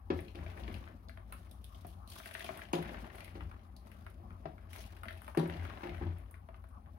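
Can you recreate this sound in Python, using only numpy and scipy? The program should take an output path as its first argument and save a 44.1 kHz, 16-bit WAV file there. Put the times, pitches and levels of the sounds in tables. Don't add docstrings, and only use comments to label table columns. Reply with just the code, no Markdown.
import sys
import numpy as np
from scipy import signal
from scipy.fft import rfft, irfft, next_fast_len
from scipy.io import wavfile
from scipy.ndimage import uniform_filter1d

SR = 44100
rng = np.random.default_rng(int(sys.argv[2]) if len(sys.argv) > 2 else 0)


def bounce(signal):
    frames = np.transpose(np.atleast_2d(signal))
    limited = np.clip(frames, -1, 1)
    pcm = np.round(limited * 32767).astype(np.int16)
    wavfile.write(sys.argv[1], SR, pcm)


N = 307818

# (centre [Hz], width of the first of two filters [Hz])
HUM_BANDS = [(59, 15.4), (87, 10)]
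# (lower band [dB], upper band [dB])
HUM_STEADY = [-54, -56.5]
# (start [s], time until the fall [s], lower band [dB], upper band [dB])
HUM_SWELLS = [(0.1, 0.031, -58, -35), (0.36, 0.12, -53, -43), (0.56, 0.15, -46, -63),
              (0.7, 0.016, -47, -36.5), (2.74, 0.26, -51, -56.5), (3.36, 0.11, -47, -46),
              (4.1, 0.34, -70, -58), (5.45, 0.22, -53, -43.5), (5.9, 0.14, -48, -44),
              (6.03, 0.068, -52, -35)]
SWELL_RISE_S, SWELL_FALL_DB_PER_S = 0.078, 174
# (middle [s], half width [s], change of lower band [dB], change of upper band [dB])
HUM_DIPS = [(2.5, 0.35, -5.5, -8), (3.77, 0.11, -3, -15)]

# (frequency [Hz], level per Hz [dB])
ROOM_COLOUR = [(12, -18), (20, -8), (53, -30), (79, 0), (138, -15), (234, -2), (410, -56), (802, -9),
               (897, -19), (1120, -10.5), (4180, -71), (7310, -55), (9950, -36), (16000, -45.5)]
ROOM_TONE_DB = -63.5
# (frequency [Hz], likeness [0 to 1, higher is clipped])
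PORT_LIKENESS = [(60, 1), (300, 0.85), (600, 0.84), (1500, 0.014), (15000, 0.022)]

# (frequency [Hz], level per Hz [dB])
SLOSH_COLOUR = [(240, -4), (400, -1), (486, -17), (591, -2), (748, -5.5), (1960, -11), (2260, -12.5),
                (7310, -44.5), (9000, -77), (11700, -59), (19800, -120)]
# (frequency [Hz], level per Hz [dB])
SPRAY_COLOUR = [(880, -8), (1500, -16), (2640, 2), (3200, 4.5), (4240, 0), (7540, -2.5), (9470, -2.5),
                (11700, 0), (14300, -13.5), (16000, -2)]
# (frequency [Hz], level per Hz [dB])
SCRAPE_COLOUR = [(65, -17), (110, -13), (140, -4), (216, 8.5), (260, -9.5), (343, -5.5), (383, -18.5),
                 (483, -12.5), (590, -5), (700, -9.5), (910, -55), (1540, -120)]
# (start [s], time until the fall [s], slosh [dB], spray [dB], drag on the pot [dB])
LADLE_STROKES = [(0.1, 0.11, -68, -67, -65), (0.34, 0.21, -55, -70.5, -63), (0.55, 0.21, -59, -67, -52.5),
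                 (1.25, 0.2, -70, -72, -64), (2.74, 0.25, -52, -66.5, -51), (3.3, 0.22, -65.5, -76.5, -67),
                 (3.8, 0.2, -71.5, -73, -63), (4.06, 0.45, -76, -101, -62), (5.38, 0.2, -52.5, -68, -56),
                 (5.59, 0.27, -52, -67, -71), (5.88, 0.2, -59.5, -79, -58.5)]
STROKE_RISE_S, STROKE_FALL_DB_PER_S = 0.054, 62.5
# (start [s], time until the fall [s], slosh [dB], spray [dB])
WATER_POURS = [(1.6, 0.29, -72.5, -69), (2.06, 0.11, -62, -55), (2.19, 0.2, -61, -58.5),
               (2.38, 0.25, -56.5, -64.5), (3.1, 0.16, -61, -67), (4.57, 0.1, -67.5, -102),
               (4.68, 0.12, -60, -60), (4.85, 0.13, -65.5, -90), (5.02, 0.3, -66, -70.5)]
POUR_RISE_S, POUR_FALL_DB_PER_S = 0.06, 79
STILL_SLOSH_DB, STILL_SPRAY_DB, STILL_DRAG_DB = -79.5, -84, -67.5
# (frequency [Hz], level [dB], time to fall 60 dB [s])
BOWL_MODES = [(652, 0, .058), (372, -11, .07)]
BOWL_IN_POURS_DB = -13

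# (frequency [Hz], level [dB], undamped time to fall 60 dB [s])
POT_MODES = [(167.6, 9.5, 0.29), (235, -10.5, 0.22), (309, -5, 0.099), (291, 14, 0.0093), (342, 5, 0.1),
             (427.4, -10, 0.24), (488.6, -12, 0.13), (548, -11.5, 0.17), (699, -13.5, 0.18),
             (801, -11, 0.18), (962, -18, 0.47), (1120, -27, 0.15), (1723, -16.5, 0.26), (2160, -16, 0.085)]
# (time [s], ring of the pot [dB], its lowest mode above that [dB],
# its upper modes above that [dB], rebounds against the blow [dB], ladle knock [dB], knock pitch [Hz],
# crack [dB], damping [factor on the fall times])
LADLE_KNOCKS = [(0.101, -17.5, -16, -8, -15.5, -42.5, 1006, -39.5, 0.55),
                (0.347, -43.5, -11, -3, -6.5, -64, 690, -55, 1.7),
                (0.679, -37, -28, -9, -13, -65, 600, -64, 0.58),
                (1.846, -35.5, -1, 2, -25, -49.5, 705, -68, 0.17),
                (2.7313, -22, -5.5, 1, -6.5, -41.5, 946, -33.5, 0.6),
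                (3.352, -39.5, -11.5, -1, -13.5, -64, 760, -52.5, 0.96),
                (4.454, -30.5, -1, 0, -30, -43, 662, -55, 0.19),
                (5.371, -18.5, -6.5, -4, -8, -40, 750, -39.5, 0.71),
                (5.497, -38, -15, -3, 1, -69, 690, -55, 0.53),
                (5.831, -36.5, -10, -2, 1, -50.5, 930, -49, 0.89),
                (6.010, -33.5, -8.5, 2.5, -5, -50.5, 830, -73, 0.68)]
REBOUND_TIMES = [0.02, 0.054]
UPPER_HZ = 600

# (time [s], slap [dB], slap centre [Hz], fine spray [dB], ring of the bowl [dB])
CLEAR_DROPS = [(0.189, -40.5, 1900, -86, -37.5), (0.2044, -60, 1030, -61.5, -66),
               (0.281, -50, 2550, -80, -71), (0.3543, -46.5, 2700, -70, -62), (0.4623, -47, 2080, -80, -37),
               (0.5739, -45.5, 1800, -71, -69), (0.6352, -49, 2950, -82, -63), (0.678, -41, 1820, -79, -59),
               (0.741, -44.5, 2700, -65, -62), (0.839, -53.5, 2680, -88, -76), (0.875, -47, 1590, -87, -73),
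               (1.0846, -53, 4230, -79, -42.5), (1.0942, -45.5, 1640, -68, -46),
               (1.1728, -45.5, 1510, -77, -43), (1.3233, -40, 1370, -53, -54),
               (1.5114, -56.5, 3720, -59.5, -53), (1.642, -50.5, 3400, -60.5, -58),
               (1.7458, -54.5, 3220, -78, -47), (1.868, -74, 990, -59, -54), (2.075, -53, 4000, -64, -49),
               (2.1006, -50, 4540, -55, -71), (2.161, -45, 1170, -66, -66), (2.182, -50, 1120, -72, -51),
               (2.2, -44.5, 1230, -60, -45), (2.233, -49, 2340, -74, -58), (2.258, -39, 1680, -56, -43.5),
               (2.31, -43.5, 1810, -59, -45.5), (2.3393, -45.5, 2800, -51.5, -66),
               (2.3498, -33.5, 1640, -71, -37.5), (2.394, -45, 2600, -56, -63),
               (2.405, -37, 2070, -73, -38), (2.4237, -47, 2840, -70, -64), (2.4432, -39, 3080, -53, -33),
               (2.4629, -43.5, 2660, -69, -45),  (2.4895, -36, 1360, -78, -26),
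               (2.5262, -57, 1460, -81, -37), (2.554, -65, 2050, -80, -55), (2.573, -52, 2620, -53.5, -65),
               (2.5915, -41.5, 1380, -66, -68), (2.6172, -39, 1720, -78, -43), (2.686, -54, 2520, -75, -48),
               (2.73, -38, 6560, -50.5, -70), (2.753, -40.5, 3550, -56.5, -72),
               (2.825, -41, 1890, -62, -56), (3.154, -65, 2480, -57.5, -64), (3.182, -45.5, 1780, -66, -66),
               (3.2047, -43, 2270, -65, -76), (3.2445, -47.5, 2600, -59, -75),
               (3.4065, -40, 1170, -75, -71), (3.513, -44, 1380, -76, -86), (3.764, -54.5, 4400, -66, -56),
               (3.8687, -55, 1250, -73, -77), (3.916, -52, 1770, -67, -67), (4.064, -41.5, 1380, -71, -42),
               (4.1004, -74, 1140, -70, -53), (4.305, -49.5, 1290, -80, -56), (4.58, -50.5, 1500, -86, -58),
               (4.73, -46, 2160, -57, -65), (4.7598, -47, 2160, -58, -55), (4.8392, -50, 2550, -81, -51),
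               (4.965, -52, 1830, -70, -64), (5.033, -36, 1340, -59, -44), (5.055, -44.5, 1640, -74, -38),
               (5.083, -36, 1850, -66, -43.5), (5.1066, -40.5, 1660, -65, -39.5),
               (5.126, -57, 3700, -65, -46), (5.174, -54, 2560, -66, -54), (5.218, -48.5, 1240, -59.5, -75),
               (5.244, -52.5, 1690, -68, -57), (5.266, -56, 2680, -75, -73),
               (5.2783, -39, 1100, -61, -40.5), (5.348, -39, 1120, -67, -42),
               (5.373, -46.5, 4470, -49.5, -70), (5.395, -43.5, 3930, -61, -70),
               (5.4748, -46, 1300, -61.5, -62), (5.4972, -37, 1720, -70, -66),
               (5.8704, -46, 2140, -71, -43), (5.893, -41, 2080, -85, -37), (5.9445, -46, 1610, -81, -69),
               (5.9797, -46, 1840, -72, -42), (6.1833, -64, 2530, -68.5, -74),
               (6.31, -57, 1050, -60.5, -84), (6.341, -48.5, 1616, -75, -54),
               (6.4869, -44.5, 1100, -84, -37.5), (6.543, -48, 1160, -92, -62),
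               (6.6393, -50, 1220, -78, -48), (6.687, -66, 1300, -72, -75), (6.8594, -59, 1550, -93, -79)]
PATTER_PER_S = 16
PATTER_SLAP_DB, PATTER_SPRAY_DB, PATTER_BOWL_DB, PATTER_SPREAD_DB = 5.5, -20.5, -5, 3
PATTER_HZ, PATTER_OCTAVES, PATTER_IN_STROKES_DB = 1800, 0.34, -10.5

# (frequency [Hz], time to fall 60 dB [s])
KITCHEN_DECAY = [(200, 0.37), (1000, 0.23), (4000, 0.27), (12000, 0.16)]
# (frequency [Hz], left minus right [dB])
PORT_COLOUR = [(60, 5.5), (110, 4.5), (200, 1.5), (380, 3.5), (700, 13), (1290, 4.5), (2380, 6.5),
               (4400, 7.5), (8120, 1.5), (15000, -9)]
LEFT_LATE_S, LATE_ABOVE_HZ = 0.000422, 350
EDGE_HZ = 15850


def gain_of(db):
    return 10 ** (np.asarray(db) / 20)


def evened(x):
    return x / np.sqrt(np.mean(x ** 2) + 1e-20)


def read(points, hz):
    f, value = np.transpose(points)
    return np.interp(np.log(hz + 1), np.log(f + 1), value)


def add(mix, s, sound):
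    part = mix[..., round(s * SR):][..., :sound.shape[-1]]
    part += sound[..., :part.shape[-1]]


def resonate(x, hz, width_hz):
    return signal.lfilter(*signal.iirpeak(hz, hz / width_hz, SR), x)


def crackle(per_s, spread_db, grain_s):
    chance = rng.random(N) < per_s / SR
    sizes = gain_of(spread_db * np.minimum(rng.exponential(1, N), 4)) * chance
    bursts = signal.lfilter([1], [1, -np.exp(-1 / (grain_s * SR))], sizes)
    return evened(1 + bursts)


def surges(rows, rise_s, fall_db_per_s):
    t, power = np.arange(N) / SR, 1e-14
    for start, length, *db in rows:
        fall = gain_of(-fall_db_per_s * np.maximum(t - start - length, 0))
        shape = np.clip((t - start) / rise_s, 0, 1) * fall
        power = power + (gain_of(db)[:, None] * shape) ** 2
    return power


def diffuse(spectrum, patchy_db):
    frames, hz = N // 256 + 5, np.fft.rfftfreq(1024, 1 / SR)
    a, b, c, d, patches = rng.standard_normal((frames, 513, 5)).T
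    patches = uniform_filter1d(patches, size=14, axis=0)
    patches = evened(uniform_filter1d(patches, size=8, axis=1))
    same = np.clip(read(PORT_LIKENESS, hz), 0, 1)[:, None]
    right = a + 1j * b
    left = same * right + np.sqrt(1 - same ** 2) * (c + 1j * d)
    z = np.array([left, right]) * gain_of(read(spectrum, hz)[:, None] + patchy_db * patches)
    return evened(signal.istft(z, nperseg=1024, noverlap=768)[1][:, :N])


def hum():
    out, t = np.zeros(N), np.arange(N) / SR
    dip_db = sum(np.array(db)[:, None] * np.exp(-((t - s) / half) ** 2) for s, half, *db in HUM_DIPS)
    steady = gain_of(np.array(HUM_STEADY)[:, None] + dip_db)
    levels = np.sqrt(steady ** 2 + surges(HUM_SWELLS, SWELL_RISE_S, SWELL_FALL_DB_PER_S))
    for level, (hz, width) in zip(levels, HUM_BANDS):
        rumble = resonate(resonate(rng.standard_normal(N), hz, width), hz, 2 * width)
        band = signal.hilbert(rumble, next_fast_len(N))[:N]
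        flatter = (band / abs(band) ** 0.22).real
        out += level * evened(flatter)
    return out


def room_tone():
    return gain_of(ROOM_TONE_DB) * diffuse(ROOM_COLOUR, patchy_db=4.2)


def motion():
    strokes = surges(LADLE_STROKES, STROKE_RISE_S, STROKE_FALL_DB_PER_S)
    pours = surges(WATER_POURS, POUR_RISE_S, POUR_FALL_DB_PER_S)
    still = gain_of([STILL_SLOSH_DB, STILL_SPRAY_DB, STILL_DRAG_DB]) ** 2
    pours_without_drag = np.vstack([pours, np.zeros(N)])
    return np.sqrt(strokes + pours_without_drag + still[:, None])


def pour_level():
    return np.sqrt(surges(WATER_POURS, POUR_RISE_S, POUR_FALL_DB_PER_S)[0])


def bubbles(per_s, spread_db):
    out, t = np.zeros((2, N)), np.arange(600) / SR
    for hz in np.geomspace(900, 3600, 16):
        blip = np.sin(2 * np.pi * hz * t * (1 + 12 * t))
        blip *= np.exp(-t * hz / 7.1) * (1 - np.exp(-t / 0.00147))
        chance = rng.random((2, N)) < per_s / 16 / SR
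        sizes = gain_of(spread_db * np.minimum(rng.exponential(1, (2, N)), 4)) * chance
        out += signal.oaconvolve(sizes, blip[None], axes=1)[:, :N]
    return evened(out + 0.5 * out[::-1])


def slosh():
    water = diffuse(SLOSH_COLOUR, patchy_db=1.5) * crackle(per_s=150, spread_db=1.3, grain_s=0.004)
    return water + gain_of(-19.5) * bubbles(per_s=250, spread_db=-4.5)


def fine_spray():
    return diffuse(SPRAY_COLOUR, patchy_db=1.5) * crackle(per_s=150, spread_db=2.2, grain_s=0.006)


def scrape():
    drag = diffuse(SCRAPE_COLOUR, patchy_db=1.5) * crackle(per_s=60, spread_db=1.5, grain_s=0.008)
    rub = rng.standard_normal(N)
    ring = sum(gain_of(db) * t60 * evened(resonate(rub, hz, 3 / t60)) for hz, db, t60 in POT_MODES[2:])
    return drag + gain_of(-9) * evened(ring)


def bowl_under_pours():
    hits = rng.standard_normal(N) * crackle(per_s=90, spread_db=4, grain_s=0.004)
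    ring = sum(gain_of(db) * evened(resonate(hits, hz, 2.2 / t60)) for hz, db, t60 in BOWL_MODES)
    return gain_of(BOWL_IN_POURS_DB) * evened(ring) * pour_level()


def stir():
    slosh_level, spray_level, drag_level = motion()
    moving = slosh_level * slosh() + spray_level * fine_spray() + drag_level * scrape()
    return moving + bowl_under_pours()


def pot_ring(pot_db, low_db, upper_db, damping, t):
    ring = np.zeros(len(t))
    for k, (hz, db, t60) in enumerate(POT_MODES):
        mode_db = db + low_db * (k == 0) + upper_db * (hz > UPPER_HZ)
        fading = gain_of(mode_db - 60 * t / (t60 * damping))
        build_up = 1 - np.exp(-t / (0.023 * (168 / hz) ** 3))
        ring += (-1) ** k * fading * np.sin(2 * np.pi * hz * t) * build_up
    return gain_of(pot_db) * ring


def knocks():
    out, t = np.zeros((2, N)), np.arange(SR // 2) / SR
    soft = np.sin(np.pi / 2 * np.minimum(t / 0.003, 1)) ** 2
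    for s, pot_db, low_db, upper_db, rebound_db, knock_db, knock_hz, crack_db, damping in LADLE_KNOCKS:
        noise = rng.standard_normal((4, len(t)))
        rattle = 0.067 * noise[0] * np.exp(-t / 0.075)
        blow = np.exp(-t / 0.0003) + rattle
        for late in REBOUND_TIMES:
            blow += gain_of(rebound_db) * np.exp(-(t - late) / 0.00024) * (t >= late)
        ring = pot_ring(pot_db, low_db, upper_db, damping, t)
        body = signal.fftconvolve(blow / blow[:80].sum(), ring)[:len(t)]
        knock = np.sin(2 * np.pi * knock_hz * t) * np.exp(-t / 0.0064)
        rustle = evened(resonate(resonate(noise[2:], 900, 700), 900, 1400))
        rustle *= np.exp(-t / (0.045 * damping))
        crack = evened(resonate(resonate(noise[1], 1150, 3210), 1400, 2900))
        crack *= np.exp(-t / 0.0073) + 0.1 * np.exp(-t / 0.085)
        ladle = gain_of(knock_db) * (2.65 * knock + 0.86 * rustle) + 1.05 * gain_of(crack_db) * crack
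        add(out, s, 0.59 * body + soft * ladle)
    return signal.sosfilt(signal.butter(2, 4500, fs=SR, output="sos"), out)


def patter():
    slosh_level, spray_level, _ = motion()
    busy = pour_level() + gain_of(PATTER_IN_STROKES_DB) * slosh_level
    count = round(PATTER_PER_S * N / SR)
    when, luck = rng.random(count), np.clip(rng.standard_normal((count, 4)), -2, 2)
    at = np.minimum(np.searchsorted(np.cumsum(busy) / busy.sum(), when), N - 1)
    slosh_db, spray_db = 20 * np.log10(slosh_level[at]), 20 * np.log10(spray_level[at])
    slap, fine, bowl = PATTER_SPREAD_DB * luck[:, :3].T
    hz = PATTER_HZ * 2 ** (PATTER_OCTAVES * luck[:, 3])
    return list(zip(np.maximum(at / SR, 0.01), slosh_db + PATTER_SLAP_DB + slap, hz,
                    spray_db + PATTER_SPRAY_DB + fine, slosh_db + PATTER_BOWL_DB + bowl))


def drops():
    out, t = np.zeros((2, N)), np.arange(4000) / SR
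    treble = signal.butter(4, 8300, "high", fs=SR, output="sos")
    rise = 1 - np.exp(-(t / 0.00069) ** 2)
    for s, db, hz, spray_db, bowl_db in CLEAR_DROPS + patter():
        noise, (side, size) = rng.standard_normal((3, len(t))), rng.standard_normal(2)
        burst = noise[0] + 0.93 * noise[1:]
        wet = resonate(burst, hz, 350 + 0.073 * hz) + 0.21 * resonate(burst, 1.45 * hz, 1300)
        wet = resonate(resonate(wet, 0.96 * hz, 1.6 * hz), 0.96 * hz, 1.6 * hz)
        slap = wet / np.std(wet[:, :150]) * (np.exp(-t / 0.0026) + 0.13 * np.exp(-t / 0.014))
        spray = evened(resonate(signal.sosfilt(treble, noise[1:]), 9930, 3000))
        spray *= np.exp(-t / 0.0022) + 0.077 * np.exp(-t / 0.049)
        ring = np.zeros(len(t))
        for bowl_hz, mode_db, t60 in BOWL_MODES:
            tone = np.sin(2 * np.pi * bowl_hz * (1 + 0.016 * size) * t)
            ring += tone * gain_of(bowl_db + mode_db - 60 * t / t60)
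        ring *= 1 - np.exp(-t / 0.004)
        drop = rise * (0.85 * gain_of(db) * slap + 2.9 * gain_of(spray_db) * spray + 0.57 * ring)
        add(out[0], s - 0.0001 * side, gain_of(0.66 * side) * drop[0])
        add(out[1], s + 0.0001 * side, gain_of(-1.5 * side) * drop[1])
    return out


def kitchen(x):
    taps = np.zeros((3, 2, SR // 2))
    at = np.arange(100, SR // 2 - 20, 20) + rng.integers(0, 20, (3, 2, (SR // 2 - 101) // 20))
    np.put_along_axis(taps, at, rng.choice([-1., 1.], at.shape), 2)
    hz, t, z = signal.stft(taps, SR, nperseg=256)
    same = np.clip(read(PORT_LIKENESS, hz), 0, 1)[:, None]
    z[:, 0] = same * z[:, 1] + np.sqrt(1 - same ** 2) * z[:, 0]
    fading = gain_of(-60 * t / read(KITCHEN_DECAY, hz)[:, None])
    tails = signal.istft(z * fading, SR, nperseg=256)[1]
    cycles = np.arange(N) / SR * 1.3 + np.arange(3)[:, None, None] / 3
    turn = np.cos(2 * np.pi * cycles) * np.sqrt(2 / 3)
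    return signal.fftconvolve(x * turn, tails / np.linalg.norm(tails[0, 0]), axes=2)[..., :N].sum(0)


def scene():
    steady = hum() + room_tone() + stir()
    blows, water = knocks(), drops()
    echoes = kitchen(gain_of(-5) * blows + gain_of(-4.5) * water)
    return steady + blows + water + echoes


def record(dry):
    size = next_fast_len(N)
    hz = np.fft.rfftfreq(size, 1 / SR)
    dip_db = -6 * np.exp(-((hz - 7500) / 900) ** 2)
    bass_cut = hz ** 3 / np.sqrt(hz ** 6 + 41.7 ** 6)
    late_s = LEFT_LATE_S / (1 + (LATE_ABOVE_HZ / (hz + 1)) ** 6)
    colour = gain_of(dip_db + np.array([[0.5], [-0.5]]) * read(PORT_COLOUR, hz))
    delay = np.array([np.exp(-2j * np.pi * hz * late_s), np.ones(len(hz))])
    heard = irfft(rfft(dry, size) * bass_cut * colour * delay, size)[:, :N]
    treble_cut = signal.firwin(511, EDGE_HZ, window=("kaiser", 9), fs=SR)
    return signal.oaconvolve(heard, treble_cut[None], "same")


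dry = scene()
out = record(dry)
bounce(out)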